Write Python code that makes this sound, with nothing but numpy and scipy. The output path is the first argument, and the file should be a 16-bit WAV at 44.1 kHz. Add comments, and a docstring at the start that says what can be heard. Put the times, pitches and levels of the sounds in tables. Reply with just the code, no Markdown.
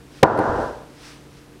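"""A garage gym: a heavy rubber weight plate falls flat on the rubber floor, bounces and settles.
Soft blows ring the plate's damped modes, the floor shudders, the garage booms and the steel hub ticks.
Clothes rustle as swells of shaped noise; a fan hums in the background as wavering tones over air noise.
The thud overloads the recorder, whose gain control ducks and then climbs back steadily."""
import sys
import numpy as np
from scipy import signal
from scipy.fft import rfft, irfft
from scipy.io import wavfile

SR = 44100
rng = np.random.default_rng(int(sys.argv[2]) if len(sys.argv) > 2 else 0)


def pcm_store(signal):
    """Save signal as 16-bit PCM."""
    levels = np.round(np.clip(np.atleast_2d(signal), -1, 1) * 32767)
    wavfile.write(sys.argv[1], SR, levels.astype(np.int16).T)


N = 70560
T = np.arange(N) / SR   # time [s]


def from_db(db):
    """Decibels to amplitude gain."""
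    return 10 ** (np.asarray(db) / 20)


def rms_one(x):
    """Scale to unit rms."""
    return x / np.sqrt(np.mean(x ** 2) + 1e-20)


def at_hz(points, hz):
    """Read a (frequency, value) table along a log-frequency axis."""
    table_hz, values = np.transpose(points)
    return np.interp(np.log(np.maximum(hz, 1)), np.log(table_hz), values)


def noise(colour):
    """Random noise shaped to the given spectrum, rms 1."""
    hz = np.fft.rfftfreq(N, 1 / SR)
    white = rfft(rng.standard_normal(N))
    return rms_one(irfft(white * from_db(at_hz(colour, hz)), N))


def drift(knots_per_s):
    """Slow random wander about 0: straight lines between random knots of spread 1."""
    knots = rng.standard_normal(256)
    return np.interp(T * knots_per_s, np.arange(len(knots)), knots)


def clicks(times, db):
    """One single-sample impulse at each time."""
    out = np.zeros(N)
    np.add.at(out, (np.asarray(times) * SR).astype(int), from_db(db))
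    return out


def convolve(x, response):
    """Play x through an impulse response."""
    return signal.fftconvolve(x, response)[:N]


def decay(t60):
    """Exponential decay that falls 60 dB in t60 seconds."""
    return from_db(-60 * T / t60)


def ringing(modes):
    """Resonances as a sum of exponentially dying sines."""
    return sum(from_db(db) * decay(t60) * np.sin(2 * np.pi * hz * T) for hz, db, t60 in modes)


def fan():
    """Steady air noise under hum tones whose loudness and phase waver."""
    # hum tones: (frequency [Hz], rms level [dB])
    hum_tones = [(59.2, -59.5), (139.0, -53), (296.1, -54.5), (376.8, -60), (468.3, -59)]
    # spectrum of the background air: (frequency [Hz], relative level [dB per Hz])
    air_colour = [(25, -16), (49, -5.5), (100, -7), (150, -7), (200, -6.5), (340, -6.5), (450, -11.5),
                  (863, -17.5), (1440, -20), (6000, -30), (14000, -33.5), (16000, -32)]
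    air_db = -48   # rms
    waver_depth, waver_per_s = 0.13, 5.05   # loudness spread, random knots per second
    hum = 0
    for hz, db in hum_tones:
        loudness = from_db(db) * np.sqrt(2) * (1 + waver_depth * drift(waver_per_s))
        phase = 2 * np.pi * (hz * T + rng.random()) + drift(waver_per_s)
        hum = hum + loudness * np.sin(phase)
    return hum + from_db(air_db) * noise(air_colour)


def clothes():
    """Cloth slides on cloth: broadband noise in smooth swells as the lifter shifts."""
    # swells: (centre [s], time from centre to 9 dB down [s], peak level [dB])
    swells = [(0.176, 0.059, -51), (0.421, 0.067, -37.5), (0.588, 0.16, -50), (1.076, 0.091, -44),
              (1.374, 0.064, -56.5)]
    # spectrum of the cloth: (frequency [Hz], relative level [dB per Hz])
    cloth_colour = [(400, -18), (900, 2.5), (1500, 4.5), (2400, 4), (4300, 2), (5700, 3), (6800, -5.5),
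                    (9500, -5.5), (12000, -18), (16000, -9)]
    loudness = 0
    for centre, half, db in swells:
        loudness = loudness + from_db(db) / np.sqrt(1 + ((T - centre) / half) ** 2) ** 3
    return noise(cloth_colour) * loudness


def plate():
    """Each soft blow sets the plate's heavily damped modes going; near walls send it back."""
    # blows, rim first, then flat, then bouncing and settling: (time [s], level [dB], contact time [s])
    blows = [(0.2258, -21.5, 0.0021), (0.2276, -15, 0.0013), (0.2298, 17.5, .0012),
             (0.23167, 11.5, 0.001178), (0.3884, 2, 0.0014), (0.3981, 0.5, 0.0021), (0.5880, -18.5, 0.0012)]
    # modes of the plate on its mat, before filtering: (frequency [Hz], level [dB], t60 [s])
    plate_modes = [(105, -9, 0.01), (213.5, -21.5, .056), (325.2, -7, 0.17), (563.4, 5.5, .016),
                   (791, 10, 0.049), (1006, -2.5, 0.097), (1469, -8, 0.057), (1754, -20, 0.026)]
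    # first reflections from the door and walls: (delay [s], level [dB])
    reflections = [(0.00925, -7.5), (0.0140, -18), (0.0260, -20)]
    radiate_hz = 141   # the plate gives off little below this
    rubber_hz = 1860   # the rubber passes little above this
    force = 0
    for start, blow_db, contact_s in blows:
        push = np.sin(np.pi * np.clip((T - start) / contact_s, 0, 1)) ** 2
        force = force + from_db(blow_db) * push / push.sum()
    body = convolve(force, ringing(plate_modes))
    body = signal.sosfilt(signal.butter(2, radiate_hz, "high", fs=SR, output="sos"), body)
    body = signal.sosfilt(signal.butter(8, rubber_hz, fs=SR, output="sos"), body)
    return body + convolve(body, clicks(*np.transpose(reflections)))


def garage():
    """Dense reflections and standing waves build up after each landing and die away band by band."""
    # landings that set the garage booming: (time [s], level [dB])
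    booms = [(0.233, 9.5), (0.390, -3.5), (0.474, -16.5), (0.578, -26)]
    # spectrum of the dense reflections: (frequency [Hz], relative level [dB per Hz])
    room_colour = [(40, -54), (115, 3), (175, -11), (260, -0.5), (350, 0), (480, 4), (720, 1.5),
                   (1000, 2.5), (1130, -5), (1550, -6), (1850, -18), (2200, -30), (3500, -36.5),
                   (8000, -50), (16000, -64)]
    # how long the reflections last: (frequency [Hz], t60 [s])
    room_t60 = [(60, 0.6), (250, 0.55), (600, .62), (1500, 0.55), (4000, 0.78), (12000, 1)]
    # standing waves: (frequency [Hz], level [dB], t60 [s])
    standing_waves = [(118, -42, .9), (242, -28, 0.98), (425, -15, 0.5), (545, -23.5, 0.99),
                      (585.5, -21.5, 0.75), (970, -11.5, 0.53), (1030, -20.5, 0.34)]
    build_s = 0.011   # time for the boom to swell up
    spectrum = rfft(noise(room_colour))
    hz = np.fft.rfftfreq(N, 1 / SR)
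    centres = np.geomspace(40, 16000, 10)   # overlapping bands [Hz]
    tail = ringing(standing_waves)
    for centre, share in zip(centres, np.eye(len(centres))):
        # each band is a triangle that meets zero at its neighbours' centres
        band = irfft(spectrum * at_hz(np.c_[centres, share], hz), N)
        tail = tail + band * decay(at_hz(room_t60, centre))
    build_up = 1 - np.exp(-(T / build_s) ** 2)
    return convolve(clicks(*np.transpose(booms)), tail * build_up)


def floor():
    """The weight shakes the floor, whose low modes shudder as the plate lands and settles."""
    # shakes: (time [s], level [dB])
    shakes = [(0.26, -10.5), (0.493, -16.5), (0.588, -31.5)]
    # modes of the floor: (frequency [Hz], level [dB], t60 [s])
    floor_modes = [(43, -11.5, .5), (57, -12, 0.97), (82.5, -1.5, .3)]
    return convolve(clicks(*np.transpose(shakes)), ringing(floor_modes))


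def hub():
    """The steel hub ticks as the plate lands again: short bright bursts of dying noise."""
    # ticks: (time [s], level [dB])
    ticks = [(0.3762, -15), (0.3897, -8.5)]
    # spectrum of a tick: (frequency [Hz], relative level [dB])
    tick_colour = [(2000, 5.5), (3200, -15), (4400, 1.5), (6500, -21), (10000, -6.5), (16000, -37)]
    tick_t60_s = 0.018
    burst = noise(tick_colour) * decay(tick_t60_s)
    return convolve(clicks(*np.transpose(ticks)), burst)


def scene():
    """Everything at the microphone, as one channel."""
    return (plate() + floor() + garage() + hub() + clothes() + fan())[None]


def record(dry):
    """Gain control acts too late for the thud, which clips; the gain then climbs back steadily."""
    limit_db, detect_s, attack_s, release_db_per_s = -8.5, 0.003, 0.011, 70
    clip_db, clip_knee = -2.5, 14   # overload ceiling, sharpness of its corner
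    treble_hz, cutoff_hz = 11740, 17100   # gentle treble roll-off, steep upper limit
    keep = np.exp(-1 / (detect_s * SR))
    power = signal.lfilter([1 - keep], [1, -keep], dry[0] ** 2)
    level_db = 10 * np.log10(power + 1e-12)
    excess_db = np.maximum(level_db - limit_db, 0)
    # adding the release slope before the running peak makes the held peak fall at that slope
    slope_db = release_db_per_s * T
    held_db = np.maximum.accumulate(excess_db + slope_db) - slope_db
    keep = np.exp(-1 / (attack_s * SR))
    reduction_db = signal.lfilter([1 - keep], [1, -keep], held_db)
    ducked = dry * from_db(-reduction_db)
    overload = np.abs(ducked / from_db(clip_db))
    clipped = ducked / (1 + overload ** clip_knee) ** (1 / clip_knee)
    dulled = signal.sosfilt(signal.butter(2, treble_hz, fs=SR, output="sos"), clipped)
    return signal.sosfilt(signal.cheby2(12, 70, cutoff_hz, fs=SR, output="sos"), dulled)


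dry = scene()
out = record(dry)
pcm_store(out)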